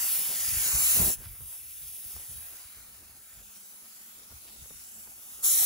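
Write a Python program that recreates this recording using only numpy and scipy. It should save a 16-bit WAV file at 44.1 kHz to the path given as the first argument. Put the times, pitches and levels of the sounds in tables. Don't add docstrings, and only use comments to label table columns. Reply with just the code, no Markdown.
import sys
import numpy as np
from scipy import signal
from scipy.fft import rfft, irfft, next_fast_len
from scipy.io import wavfile
from scipy.ndimage import uniform_filter1d, map_coordinates

SR = 44100
rng = np.random.default_rng(int(sys.argv[2]) if len(sys.argv) > 2 else 0)


def materialize(psi):
    bounded = np.clip(np.atleast_2d(psi).T, -1, 1)
    quanta = np.round(bounded * 32767).astype(np.int16)
    wavfile.write(sys.argv[1], SR, quanta)


N = 249165

# time in seconds, level in dB.
MOTOR_LEVEL = [(3.1, -100), (3.4, -73), (4.04, -73.5), (4.41, -83.5), (4.55, -69.5), (4.89, -79.5),
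               (4.98, -62), (5.12, -82.5), (5.25, -74.5), (5.4, -100)]
# middle in seconds, level in dB, length in seconds, band pitch in Hz.
SCUFFS = [(0.323, -50, 0.0665, 500.3), (1.25, -54.5, 0.06585, 1792), (1.351, -63.5, 0.0466, 1210),
          (1.535, -60, 0.0689, 1495), (2.205, -60, 0.076, 797), (3.396, -65, 0.082, 1502),
          (3.856, -61.5, 0.0394, 994.5), (4.314, -60.5, 0.0353, 902.4), (4.487, -57, 0.05038, 2610),
          (4.64, -64, 0.0448, 899), (5.075, -63.5, 0.03195, 1500)]
# start in seconds, ring level in dB, pitch in Hz, seconds to fall 60 dB,
# click level in dB relative to the ring.
KNOCKS = [(1.063, -34, 360.3, 0.01083, 2.5), (1.408, -49, 486, 0.01262, 6),
          (2.165, -48.5, 751.8, 0.01258, 11.5), (4.659, -51.5, 546, 0.01315, 5),
          (4.708, -43.5, 527.3, 0.0126, 4.5), (4.744, -58.5, 301, 0.01341, 11),
          (5.075, -52, 421.3, 0.01647, 5)]
# time in seconds, thump level in dB, flutter level in dB.
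BREEZE = [(0, -69.5, -62), (.9, -64.5, -62), (1.4, -78, -80), (2.3, -77, -71), (2.6, -83.5, -73),
          (3.2, -83.5, -72), (3.6, -83.5, -71.5), (4.25, -83.5, -67), (4.45, -76, -75.5), (5.2, -75.5, -71),
          (5.65, -75.5, -64.5)]
# peak time in seconds, thump in dB, flutter in dB, seconds to fall 20 dB (sign unused).
GUSTS = [(.032, -62.5, -64, 0.0861), (.31, -69, -53.5, 0.0362), (.42, -59.5, -75.5, 0.1238),
         (.49, -46.5, -70, -0.0287), (.535, -38, -53.5, 0.024), (.578, -39, -59.5, 0.0508),
         (.67, -56, -61.5, 0.4412), (0.753, -33, -75, 0.0365), (.825, -51.5, -70, 0.318),
         (.965, -47, -37, 0.0631), (1.004, -34, -31, 0.0634), (1.025, -32, -41.5, 0.0563),
         (1.068, -40.5, -40.5, 0.0686), (1.19, -48.5, -55, 0.0978), (1.27, -44, -62.5, 0.0753),
         (1.315, -47.5, -67.5, 0.0644), (1.424, -48, -69, 0.1007), (1.562, -54, -65, 0.0007),
         (1.66, -63.5, -86, 0.3052), (1.845, -56.5, -78, 0.1655), (2.064, -51.5, -79.5, 0.0142),
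         (2.165, -48, -68, 0.0688), (2.31, -49.5, -62, 0.0454), (2.37, -51, -71, 0.1046),
         (2.45, -68.5, -69.5, 0.2611), (2.53, -68, -70.5, -0.142), (2.66, -56.5, -65, 0.0214),
         (2.785, -57.5, -62.5, 0.0729), (2.91, -66.5, -71, 0.58), (3.02, -65, -84.5, 0.31),
         (3.12, -60.5, -77, 0.0434), (3.26, -64.5, -74, 0.0011), (3.385, -58, -67.5, 0.1342),
         (3.49, -62, -68, 0.013), (4.318, -53, -59, 0.0242), (4.352, -50.5, -70, 0.0482),
         (4.5, -70.5, -60.5, 0.1992), (4.59, -55.5, -70, 0.0467), (4.63, -48, -77, 0.0366),
         (4.661, -65.5, -65.5, -0.0391), (4.71, -60.5, -56, 0.0238), (4.755, -59.5, -72, 0.11),
         (4.95, -73, -67, 0.2532), (5.075, -72.5, -63.5, 0.1233), (5.63, -60.5, -66, 0.2535)]
# frequency in Hz, relative spectral density in dB.
THUMP_SPECTRUM = [(20, -24), (35, -13), (55, 3.5), (90, -1.5), (140, -12.5), (220, -27), (400, -70.5)]
FLUTTER_SPECTRUM = [(100, -6.5), (190, -2), (330, -5.5), (600, -9.5), (1000, -14), (2000, -64.5)]
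JET_SPECTRUM = [(50, -58), (150, -15.5), (400, -23), (800, -9.5), (1050, -12.5), (1350, -6.5), (1700, -9.5),
                (2300, -7.5), (3300, -7), (4300, -6), (6400, -2.5), (8400, 5), (9500, 0.5), (11000, 3.5),
                (13100, 3.5), (14600, 5), (15700, 0)]
# time in seconds, left lag in microseconds, weight of direct sound
# (0 to 1) below and above about 2 kHz.
GUN_BEARING = [(0, 48, 0.697, 0.8177), (.3, 24.5, 0.3052, 0.9164), (.7, -10.5, 0.8641, 0.7978),
               (1.1, -8, 0.5146, 0.8255), (1.3, 42.5, 0.2764, 0.9095), (1.6, 92.5, 0.2155, 0.9929),
               (2.2, 69, 0.4436, 0.849), (2.8, -29, 0.704, 0.524), (3.3, -70, 0.5895, 0.676),
               (4.1, -250, 0.491, 0.1207), (4.55, -270, 0.776, 0.1328), (5, -240, 0.729, 0.3694),
               (5.35, -180, 0.9686, 0.814), (5.65, -115, 0.587, 0.599)]
# frequency in Hz, left phase lag in radians.
CASING_PHASE = [(2600, -0.9185), (3500, 0.0537), (5300, -0.8311), (6200, -0.5), (7600, 2.2297)]
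# left lag in microseconds, band centre in Hz.
LEFT_BAND = [(-260, 3895), (-170, 4270), (-4.5, 4383), (40, 5678)]
# time in seconds, centre in Hz, depth in dB (negative for a peak),
# left phase lag in radians.
PANEL_NOTCH = [(0, 4250, 3.5, -0.9), (.15, 3789, 5.5, -0.416), (.55, 3803, 4.5, -0.9952),
               (.75, 3204, 4.5, -3.5), (.95, 3243, -1.5, -3), (1.1, 4154, -4, -0.18),
               (1.3, 4148, 4.5, -0.8535), (2.15, 4259, 6.5, -0.6308), (2.5, 4126, 2, -1.5),
               (2.9, 2908, -2, -2.5), (3.3, 4034, -1, -1.2066), (4.8, 3781, -0.5, 0.5),
               (5.4, 4273, 4, -1.5), (5.45, 2706, 10, -1.25), (5.65, 2770, 5, -1.2365)]
# time in seconds, gains in dB at 5.7-8.3 kHz, at 2.8-5.7 kHz and below.
JET_COLOUR = [(0, 1.5, -3, -2.5), (.15, -5, -2, -5), (.3, -5, 2, -3), (.6, 6, -1.5, 1), (.9, 1, 0.5, -4.5),
              (1.05, -5, -9, -7), (1.13, 2.5, -7, -6.5), (1.26, -9, -4, -8.5), (1.6, -6.5, -3.5, -21.5),
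              (2, -6.5, -4, -12), (2.3, -1.5, -.5, -6.5), (2.4, -10.5, -2.5, -4), (2.6, -2, 2.5, 0.5),
              (3.7, 3, 0, -2.5), (4.5, 0.5, 3.5, 2.5), (4.85, 8.5, -0.5, -3), (5.1, 4.5, -1.5, 2),
              (5.4, 3.5, 0, 1.5), (5.45, 3.5, -4, -6), (5.65, 3, -3.5, -5)]
# time in seconds, gain in dB.
LEAK_GAIN = [(0, -48), (.116, -45), (.238, -49), (.55, -48.5), (.7, -44.5), (.96, -40.5), (1.05, -42),
             (1.12, -47.5), (1.2, -46), (1.24, -42.5), (1.36, -44.5), (1.53, -38.5), (1.63, -42.5),
             (1.86, -39.5), (2.07, -39), (2.28, -42), (2.41, -40), (2.65, -46.5), (3.09, -52), (3.4, -49),
             (3.6, -49.5), (4.3, -49.5), (5.05, -47), (5.15, -48), (5.41, -45.5), (5.65, -45)]
# start in seconds, gain change in dB, travel time in seconds.
TRIGGER_STROKES = [(1.128, -20, 0.04405), (5.416, 24, 0.03274)]


def amp(db):
    return 10 ** (np.asarray(db) / 20)


def unit_rms(x):
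    return x / np.sqrt(np.mean(x ** 2) + 1e-20)


def over_frequency(points, hz):
    knots, values = np.transpose(points)
    return np.interp(np.log(hz + 1), np.log(knots + 1), values)


def curves(rows, at):
    knots, *columns = np.transpose(rows)
    return [np.interp(at, knots, column) for column in columns]


def wobble(rate):
    return map_coordinates(rng.standard_normal(int(N * rate / SR) + 4), [np.arange(N) * rate / SR])


def filtered(x, response):
    size = next_fast_len(N + SR // 4)
    return irfft(rfft(x, size) * response(np.fft.rfftfreq(size, 1 / SR)), size)[..., :N]


def below(hz, edge_hz, order):
    return 1 / (1 + (hz / edge_hz) ** order)


def bell(hz, centre_hz, log_width):
    return np.exp(-(np.log(hz / centre_hz) / log_width) ** 2)


def stereo_noise(spectrum, side_db):
    mid, side = filtered(rng.standard_normal((2, N)), lambda hz: amp(over_frequency(spectrum, hz)))
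    return unit_rms(np.array([mid + amp(side_db) * side, mid - amp(side_db) * side]))


def motor_hum(pitch_hz=216.46):
    db, = curves(MOTOR_LEVEL, np.arange(N) / SR)
    gain = amp(db + 2.54 * wobble(20))
    hz = pitch_hz + 8 * wobble(8) + 5 * wobble(25)
    return gain * np.sin(2 * np.pi * np.cumsum(hz) / SR)


def scuffs():
    out, t = np.zeros((2, N)), np.arange(N) / SR
    grit = rng.standard_normal(N) * amp(3 * wobble(500)) + .4 * rng.standard_normal((2, N))
    for middle, db, length, hz in SCUFFS:
        span = slice(round((middle - .15) * SR), round((middle + .15) * SR))
        band = signal.butter(1, [hz / 2.5, hz * 1.8], "bandpass", fs=SR)
        swell = np.exp(-(2.598 * (t[span] - middle) / length) ** 2)
        out[:, span] += amp(db) * unit_rms(signal.lfilter(*band, grit[:, span])) * swell
    return out


def ticks(click_hz=1150, click_t60=0.00284):
    out, t = np.zeros(N + SR), np.arange(SR // 16) / SR
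    for start, db, hz, t60, click_db in KNOCKS:
        click = amp(click_db - 60 * t / click_t60) * np.sin(2 * np.pi * click_hz * t)
        ring = amp(-60 * t / t60) * np.sin(2 * np.pi * hz * t)
        out[round(start * SR):][:len(t)] += amp(db) * (ring + click)
    return out[:N]


def wind_gains(rise_over_fall=0.5044, steepness=1.333):
    t = np.arange(N) / SR
    power = amp(np.array(curves(BREEZE, t)) + [[6], [1]] * wobble(14)) ** 2
    for peak, thump_db, flutter_db, fall in GUSTS:
        span = slice(max(round((peak - .5) * SR), 0), round((peak + .5) * SR))
        from_peak = np.maximum(t[span] - peak, (peak - t[span]) / rise_over_fall) / abs(fall)
        drop_db = 20 * np.clip(from_peak, 0, 4) ** steepness
        power[:, span] += amp(np.array([[thump_db], [flutter_db]]) - drop_db) ** 2
    return np.sqrt(power)


def wind_buffet():
    thump_gain, flutter_gain = wind_gains()
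    pressure = stereo_noise(THUMP_SPECTRUM, side_db=-9.5)
    swing = np.sqrt(np.abs(uniform_filter1d(np.sum(pressure ** 2, axis=0), size=1100)))
    thump = thump_gain * unit_rms(pressure / (swing + 0.1205))
    eddies = stereo_noise(FLUTTER_SPECTRUM, side_db=-10)
    flutter = flutter_gain * unit_rms(amp(2.955 * wobble(40)) * eddies)
    slide = lambda hz: np.exp(-2j * np.pi * 0.89976 * (np.log(hz + 20) - hz / 69.695))
    return filtered(thump, slide) + flutter


def nozzle_db(t, held_db=20):
    strokes = sum(db * np.sin(np.pi / 2 * np.clip((t - start) / travel, 0, 1)) ** 2
                  for start, db, travel in TRIGGER_STROKES)
    return curves(LEAK_GAIN, t)[0] + held_db + strokes


def jet_colour_db(hz, t, yard_db=-46.5):
    upper_db, middle_db, low_db = curves(JET_COLOUR, t)
    rush_db = 10 * np.log10(amp(low_db) ** 2 + amp(yard_db - nozzle_db(t)) ** 2)
    low, middle, upper = below(hz, 2801.6, order=8), below(hz, 5705.8, order=8), below(hz, 8309.4, order=10)
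    turning_db = (upper - middle) * upper_db + (middle - low) * middle_db
    return over_frequency(JET_SPECTRUM, hz) + turning_db + low * rush_db


def reflections(hz, t):
    notch_hz, depth_db, twist = curves(PANEL_NOTCH, t)
    notch = bell(hz, notch_hz, log_width=.06)
    next_notch = 0.4563 * bell(hz, 1.7094 * notch_hz, log_width=0.07145)
    ripple = uniform_filter1d(rng.standard_normal((len(hz), len(t))), size=4, axis=0)
    ripple = unit_rms(uniform_filter1d(ripple, size=24, axis=1))
    ripple_db = (1.9678 + 0.282 * below(hz, 8309.4, order=10)) * ripple
    echo_phase = twist * notch ** 0.1259
    return ripple_db - depth_db * (notch + next_notch), echo_phase


def port_responses(hz, t, echo_phase, left_band_db=4):
    lag_us, _, _ = curves(GUN_BEARING, t)
    long_waves = below(hz, 2659.7, order=12)
    path_phase = 2 * np.pi * hz * lag_us * 1e-6
    phase = long_waves * path_phase + (1 - long_waves) * over_frequency(CASING_PHASE, hz) + echo_phase
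    band_hz, = curves(LEFT_BAND, lag_us)
    balance_db = left_band_db * bell(hz, band_hz, log_width=0.2549) - 0.003463 * lag_us * long_waves
    left = amp(balance_db / 2) * np.exp(-.5j * phase)
    return [left, 1 / left]


def direct_share(hz, t):
    _, direct_low, direct_high = curves(GUN_BEARING, t)
    low = below(hz, 1819, order=10)
    treble_shelf = 0.4979 + 0.5573 * below(hz, 5316.6, order=20)
    share = low * direct_low + (1 - low) * direct_high * treble_shelf + 0.0433 * below(hz, 330, order=2)
    return np.clip(share, 0, 1)


def spray_gun():
    bins, t, noise = signal.stft(rng.standard_normal((3, N)), SR, nperseg=512)
    hz = bins[:, None] + 1
    echo_db, echo_phase = reflections(hz, t)
    share = direct_share(hz, t)
    field = np.sqrt(share) * noise[0] + np.sqrt(1 - share) * noise[1:]
    spectra = field * port_responses(hz, t, echo_phase) * amp(jet_colour_db(hz, t) + echo_db)
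    hiss = signal.istft(spectra, SR, nperseg=512)[1][:, :N]
    flicker_db = 0.3622 * wobble(9) + 0.4492 * wobble(60)
    return amp(nozzle_db(np.arange(N) / SR) + flicker_db) * hiss


def scene():
    return spray_gun() + wind_buffet() + ticks() + scuffs() + motor_hum()


def record(dry, mono_above_hz=8000, left_lag_s=1 / 5380, limit_hz=15750):
    treble = lambda hz: 1 / (1 + (mono_above_hz / (hz + 1)) ** 40)
    delay = lambda hz: np.exp(-1j * np.pi * hz * left_lag_s * np.array([[1], [-1]]))
    stereo_body = filtered(dry, lambda hz: 1 - treble(hz))
    shared_treble = filtered(dry[0], lambda hz: treble(hz) * delay(hz))
    return filtered(stereo_body + shared_treble, lambda hz: hz < limit_hz)


dry = scene()
out = record(dry)
materialize(out)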